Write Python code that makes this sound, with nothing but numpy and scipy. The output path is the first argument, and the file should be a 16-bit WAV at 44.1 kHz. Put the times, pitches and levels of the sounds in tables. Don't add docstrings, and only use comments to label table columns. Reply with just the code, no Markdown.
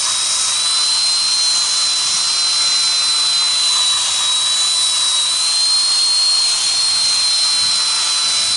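import sys
import numpy as np
from scipy import signal
from scipy.fft import rfft, irfft, next_fast_len
from scipy.io import wavfile
from scipy.ndimage import map_coordinates

SR = 44100
rng = np.random.default_rng(int(sys.argv[2]) if len(sys.argv) > 2 else 0)


def persist_wave(psi):
    counts = np.round(np.clip(psi, -1, 1) * 32767).astype(np.int16)
    wavfile.write(sys.argv[1], SR, np.atleast_2d(counts).T)


N = 377496

BLADES = 12

# time in seconds, pitch in Hz.
FAN_PITCH = [(0.0, 3900), (0.14, 3834), (0.32, 3887), (0.46, 3856), (0.68, 4011), (1.04, 4118),
             (1.44, 4134), (1.6, 4078), (1.86, 4080), (1.94, 4030), (2.26, 4084), (3.22, 4035),
             (3.64, 4036), (3.84, 3935), (4.16, 3923), (4.26, 3870), (4.77, 3995), (4.84, 3927),
             (4.99, 3937), (5.16, 3895), (5.26, 3920), (5.46, 4110), (5.84, 4211), (6.32, 4238),
             (6.52, 4193), (6.8, 4225), (7.08, 4158), (7.66, 4105), (7.88, 4063), (8.14, 4047),
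             (8.42, 4005), (8.56, 4044)]


def gain_of(db):
    return 10 ** (np.asarray(db) / 20)


def evened(x):
    return x / np.sqrt(np.mean(abs(x) ** 2) + 1e-20)


def curves(rows):
    s, *columns = np.transpose(rows)
    return [np.interp(np.arange(N) / SR, s, column) for column in columns]


def swells(rows):
    t = np.arange(N) / SR
    total = 0
    for middle, length, *heights in rows:
        phase = np.pi * np.clip((t - middle) / length, -.5, .5)
        total = total + np.outer(heights, np.cos(phase) ** 2)
    return total


def read(points, hz):
    f, value = np.transpose(points)
    return np.interp(np.log(hz + 1), np.log(f + 1), value)


def wander(rate_hz):
    points = 8192
    hz = np.fft.rfftfreq(points, N / points / SR)
    spectrum = rfft(rng.standard_normal(points)) / np.sqrt(1 + (hz / rate_hz) ** 4)
    return evened(np.interp(np.arange(N) * points / N, np.arange(points), irfft(spectrum)))


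def noise():
    return rng.standard_normal((2, N))


def strikes(per_s, spread_db):
    size = gain_of(spread_db * np.minimum(rng.exponential(1, N), 4))
    return evened(noise() * size * (rng.random(N) < per_s / SR))


def ports(pair, colour):
    # frequency in Hz, likeness of left and right (0 to 1).
    likeness = [(60, 0.89), (250, 0.89), (600, 0.91), (1200, .91), (2400, .9), (5000, 0.96), (9000, 0.9)]
    size = next_fast_len(N, True)
    hz = np.fft.rfftfreq(size, 1 / SR)
    same = np.clip(read(likeness, hz), 0, .999)
    mid, side = rfft(pair, size) * colour(hz) * np.sqrt([1 + same, 1 - same])
    return evened(irfft([mid + side, mid - side], size)[:, :N])


def shaped(pair, spectrum):
    return ports(pair, lambda hz: gain_of(read(spectrum, hz)))


def warped(pair, at):
    return np.array([map_coordinates(side, [at], order=3, mode="mirror") for side in pair])


def tone(turns, waver=0.38, smear=0.25):
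    level = 1 + waver * wander(9.6)
    return evened(level * np.cos(2 * np.pi * (turns + rng.random()) + smear * wander(7.4)))


def face_share():
    # time in seconds, share on the face.
    place = [(0, .95), (.45, 0.56), (.8, 0.42), (2.2, 0.41), (2.6, .05), (3.5, 0.15), (3.72, 1),
             (4.35, 0.96), (4.6, 0.92), (5.5, 0.74), (6.4, .55), (7, .2), (8.56, 0.095)]
    return np.clip(curves(place)[0], 0, 1)


def worked(law):
    free_hz, loaded_hz = 4240, 3840
    free_db, load_db, face_db = law
    load = (free_hz - curves(FAN_PITCH)[0]) / (free_hz - loaded_hz)
    return free_db + load_db * load + face_db * face_share()


def brush(turns, gearing=17.0, wobble=0.015):
    # middle in seconds, length in seconds, dig in dB, slide in dB.
    pushes = [(0, 0.59, 1, 4.5), (.42, 0.53, -0.5, 5.5), (.85, .4, -1, 0), (1.62, 1.0, 0, 6.5),
              (2.12, .45, 0, 5.5), (2.7, .6, 1, 4.5), (3.7, 1.0, 3.5, 4), (4.13, 0.49, 5.5, 5),
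              (4.62, .4, 3, 5.5), (5.48, .45, 3, 3), (5.97, 0.2, 2.5, 1), (6.6, 0.54, 3.5, 7),
              (7.1, 0.38, 0.5, 4), (8.05, 0.21, 2, 3), (8.38, 0.19, 2, 3)]
    # time in seconds, level in dB before the scrape trim.
    lean = [(0, -33), (.45, -35.5), (.7, -29), (3.1, -30.5), (5.1, -31.5), (7.1, -28), (8.56, -30.5)]
    # time in seconds, relative level in dB.
    sizzle_level = [(0.0, -24.5), (0.44, -23.5), (0.68, -27.5), (0.84, -25), (1.04, -27), (2.18, -24.5),
                    (2.84, -24.5), (3.96, -29.4), (4.06, -27.5), (4.62, -28.5), (5.08, -25), (5.28, -28.9),
                    (5.98, -28.5), (6.3, -29.5), (8.4, -24.5), (8.56, -26)]
    # dB running free at an edge, dB added at full load, dB added on the face.
    rasp_law, swish_law = (-36, 7.1, -7), (-33.5, .5, 3.5)
    # frequency in Hz, relative dB per Hz (the sizzle's before the tips bend).
    scrape_spectrum, rasp_spectrum = [(200, -38), (500, -15.5), (900, -8), (1400, -11), (1900, -17),
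                                      (2500, -4.5), (3100, 1.5), (3800, 0.5), (4600, -3), (6000, -10),
                                      (8000, -7.5), (11000, -10.5)], [(250, -29.5), (550, -5), (900, -12.5), (1500, -3),
                                                      (1850, -6.5), (2100, 1.5), (2420, 2), (2800, 2),
                                                      (3600, -21), (6000, -23)]
    sizzle_spectrum, swish_spectrum = [(2500, -29), (4300, -12), (4900, -4.5), (5350, 0), (5750, -1.5),
                                       (6400, -7.5), (8000, -17), (11000, -28)], [(3000, -24.5), (5600, -9), (6300, 6.5), (6850, 6.5),
                                                       (7500, 3.5), (7900, -14), (9500, 4), (11000, -13)]
    scrape_trim_db, sizzle_mean_db = 3.5, -25
    sizzle_swing = 1.32
    rasp_per_dig, rasp_per_sizzle = 0.79, 0.55
    spectrum_hz, wire_rest_hz, wire_hz_per_db = 5350, 5170, 45

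    dig_db, slide_db = swells(pushes)
    tips_db = curves(sizzle_level)[0]
    bite_db = tips_db - tips_db.mean()

    scrape_db = scrape_trim_db + curves(lean)[0] + dig_db
    scrape = gain_of(scrape_db) * shaped(strikes(per_s=18000, spread_db=1.5), scrape_spectrum)

    rasp_db = worked(rasp_law) + rasp_per_dig * dig_db + rasp_per_sizzle * bite_db
    rasp = gain_of(rasp_db) * shaped(strikes(per_s=7000, spread_db=2.5), rasp_spectrum)

    tips = shaped(strikes(per_s=20000, spread_db=1.9), sizzle_spectrum)
    wire_hz = wire_rest_hz + wire_hz_per_db * slide_db
    sizzle_db = sizzle_mean_db + sizzle_swing * bite_db + .5 * wander(9.1)
    sizzle = gain_of(sizzle_db) * warped(tips, np.cumsum(wire_hz / spectrum_hz))

    swish_db = worked(swish_law) + slide_db
    swish = gain_of(swish_db) * shaped(strikes(per_s=22000, spread_db=2.5), swish_spectrum)

    lopsided = 1 + wobble * np.cos(2 * np.pi * turns / gearing)
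    bearing = lopsided * gain_of(.5 * wander(40))
    return bearing * (scrape + rasp + sizzle + swish)


def gear_head(turns, throb=0.26, chatter_db=0.7, drift_db=.5):
    # time in seconds, level in dB before the trim.
    gear_level = [(0.0, -25), (0.5, -25), (1.55, -28.9), (2.8, -28), (3.6, -28), (4.6, -26.5),
                  (4.85, -24.5), (5.35, -25), (5.7, -27), (7.3, -27.5), (8.56, -27)]
    # frequency in Hz, relative dB per Hz.
    housing = [(5000, -35), (7900, -8.5), (8350, -3), (8780, 2), (9150, -2.5), (9700, -9), (10400, -9.5),
               (11000, -15.5)]
    trim_db = 3
    unevenness = gain_of(chatter_db * wander(160) + drift_db * wander(3.7))
    mesh = (1 + throb * np.cos(2 * np.pi * turns)) * unevenness
    return gain_of(curves(gear_level)[0] + trim_db) * shaped(noise() * mesh, housing)


def reflections(pair, strength=0.15, drift=0.118):
    paths_s = (.0006, .0013, .0027, .0052)
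    samples = np.arange(N)
    echoes = 0
    for path in paths_s:
        sway = drift * (0.0006 / path) ** 0.53 * wander(1.24)
        echoes = echoes + warped(pair, samples - SR * path * (1 + sway))
    return (pair + strength * echoes) / np.sqrt(1 + len(paths_s) * strength ** 2)


def wheel(judder_db=1.5):
    # frequency in Hz, width in Hz,
    # relative dB when brushed on the face, relative dB when brushed at an edge.
    modes = [(650, 22, -10.5, -19), (905, 45, -19, -3), (1013, 56, 4.5, -12), (1133, 95, 0, -4),
             (1188, 31, 2.5, -0.5), (1275, 47, 1, -0.5), (1363, 34, -32, -0.5), (1480, 61, -22, -3.5),
             (1690, 58, -3, -18), (1823, 26, 0, -10), (1948, 46, -8, -6.5), (2154, 35, -9, -23),
             (2434, 34, -32, -2.5)]
    # middle in seconds, length in seconds, rise in dB.
    catches = [(.09, 0.13, 7.5), (.7, .4, 3), (1.65, 0.11, 0.5), (3.42, 0.18, 0.5), (3.78, 0.21, 7.5),
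               (3.97, .12, 3.5), (4.24, 0.18, 4.5), (7.88, 1, 3)]
    # dB running free at an edge, dB added at full load, dB added on the face.
    ring_law = (-36, 3.9, -1.2)
    mode_hz, width_hz, face_db, edge_db = np.transpose(modes)
    share = face_share()

    def ring(levels_db):
        def colour(hz):
            power = 0
            for f, width, db in zip(mode_hz, width_hz, levels_db):
                offset = (hz - f) / (0.76 * width)
                power = power + gain_of(db) ** 2 / (1 + offset ** 2) ** 2
            return np.sqrt(power)

        return ports(strikes(per_s=9000, spread_db=1.3), colour)

    drive = gain_of(worked(ring_law) + swells(catches)[0] + judder_db * wander(7.5))
    return drive * (np.sqrt(share) * ring(face_db) + np.sqrt(1 - share) * ring(edge_db))


def fan(turns, rush_db=-37, swirl=0.08, sway=0.064, trim_db=0.27, flutter_db=-39):
    # time in seconds, level in dB before the trim, left over right in dB.
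    whine_level = [(0.0, -27.5, 0.8), (0.42, -26.5, 0.2), (0.66, -19, 0.5), (1.58, -16.8, -0.8),
                   (1.66, -20.5, -0.2), (1.86, -18, -1), (2.0, -22, -2.5), (2.48, -18, -0.5),
                   (3.92, -17, -0.5), (4.08, -22.5, 1.6), (4.32, -18.5, 0.0), (5.44, -19, 0.3),
                   (5.76, -14.5, 0.0), (5.9, -16.5, -1), (6.38, -15, 0.6), (6.6, -22.1, 1),
                   (6.74, -17, -0.5), (7.66, -17.0, -0.5), (8.04, -21, -1.4), (8.56, -19, -0.6)]
    # multiple of the shaft speed, dB against the blade tone with the brush at an edge.
    uneven = [(11, -32), (13, -21.5), (14, -31)]
    sideband_face_db = -2
    level_db, pan_db = curves(whine_level)
    blade = np.exp(2j * np.pi * BLADES * turns)
    paths = 1 + sway * wander(21) + swirl * 1j * wander(4.06) * np.array([[1], [-1]])
    sidebands = sum(gain_of(db) * tone(k * turns) for k, db in uneven)
    sidebands = gain_of(sideband_face_db * face_share()) * sidebands
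    side_db = level_db + trim_db + pan_db * np.array([[.5], [-.5]])
    whine = (evened((blade * paths).real) + sidebands) * gain_of(side_db)
    rush = evened((blade * (wander(130) + 1j * wander(130))).real)
    echo = evened((blade * (wander(5.9) + 1j * wander(9))).real)
    return whine + gain_of(rush_db) * rush + gain_of(flutter_db) * echo


def motor(turns, waver=0.23, smear=0.2):
    # multiple of the shaft speed, level in dB.
    shaft_tones = [(1, -56.5), (2, -50.5), (3, -53), (5, -53), (6, -51), (7, -50), (8, -51), (10, -49),
                   (21, -47), (24, -39), (28, -47), (30, -51)]
    # dB running free at an edge, dB added at full load, dB added on the face.
    buzz_law = (-45.5, 11.4, -11.5)
    buzz = gain_of(worked(buzz_law)) * tone(4 * turns)
    return buzz + sum(gain_of(db) * tone(k * turns, waver, smear) for k, db in shaft_tones)


def low_glide(turns, level_db=-55.5):
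    fixed_hz = 3900
    glide = tone(BLADES * turns - fixed_hz * np.arange(N) / SR)
    highpass = signal.butter(1, 220, "high", fs=SR, output="sos")
    return gain_of(level_db) * signal.sosfilt(highpass, glide)


def vent_air():
    # frequency in Hz, relative dB per Hz.
    air_spectrum = [(15, -38), (35, -24), (65, -27), (130, -15), (280, -16), (450, -14), (750, -9),
                    (1100, -3), (1500, -15.5), (1950, -32), (3200, -2), (4300, 6), (6000, -15.5),
                    (11000, -17)]
    return gain_of(-29.0) * shaped(noise(), air_spectrum)


def wind():
    # frequency in Hz, relative dB per Hz.
    wind_spectrum = [(12, -27), (45, -12), (80, 2.5), (150, -1.5), (230, -1.5), (400, -19), (1000, -40)]
    # middle in seconds, length in seconds, rise in dB.
    gusts = [(2.12, 0.54, 9), (4.12, 0.44, 7), (6.95, 1, 13), (7.64, 0.39, 11), (8.45, 0.77, 10)]
    # dB running free at an edge, dB added at full load, dB added on the face.
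    wind_law = (-59, 9.2, -5)
    level_db = worked(wind_law) + swells(gusts)[0] + 2.0 * wander(8)
    return gain_of(level_db) * shaped(noise(), wind_spectrum)


def low_hum():
    # frequency in Hz, level in dB, time it has died away in seconds.
    hums = [(59, -59.5, 12), (134, -59, 4.66), (223, -61, 5.8)]
    fade_s = .8
    t = np.arange(N) / SR
    total = 0
    for hz, db, end in hums:
        fade = np.clip((end - t) / fade_s, 0, 1)
        sine = evened(np.sin(2 * np.pi * hz * t + 0.43 * wander(2.3)))
        total = total + gain_of(db) * fade * sine
    return total


def scene():
    shaft_hz = curves(FAN_PITCH)[0] / BLADES * (1 + 0.00055 * wander(26))
    turns = np.cumsum(shaft_hz) / SR
    hiss = reflections(brush(turns) + gear_head(turns))
    machine = fan(turns) + motor(turns) + low_glide(turns)
    return hiss + wheel() + machine + vent_air() + wind() + low_hum()


def record(dry):
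    lowpass = signal.firwin(601, 11050, window=("kaiser", 9), fs=SR)
    return signal.oaconvolve(dry, lowpass[None], "same")


dry = scene()
out = record(dry)
persist_wave(out)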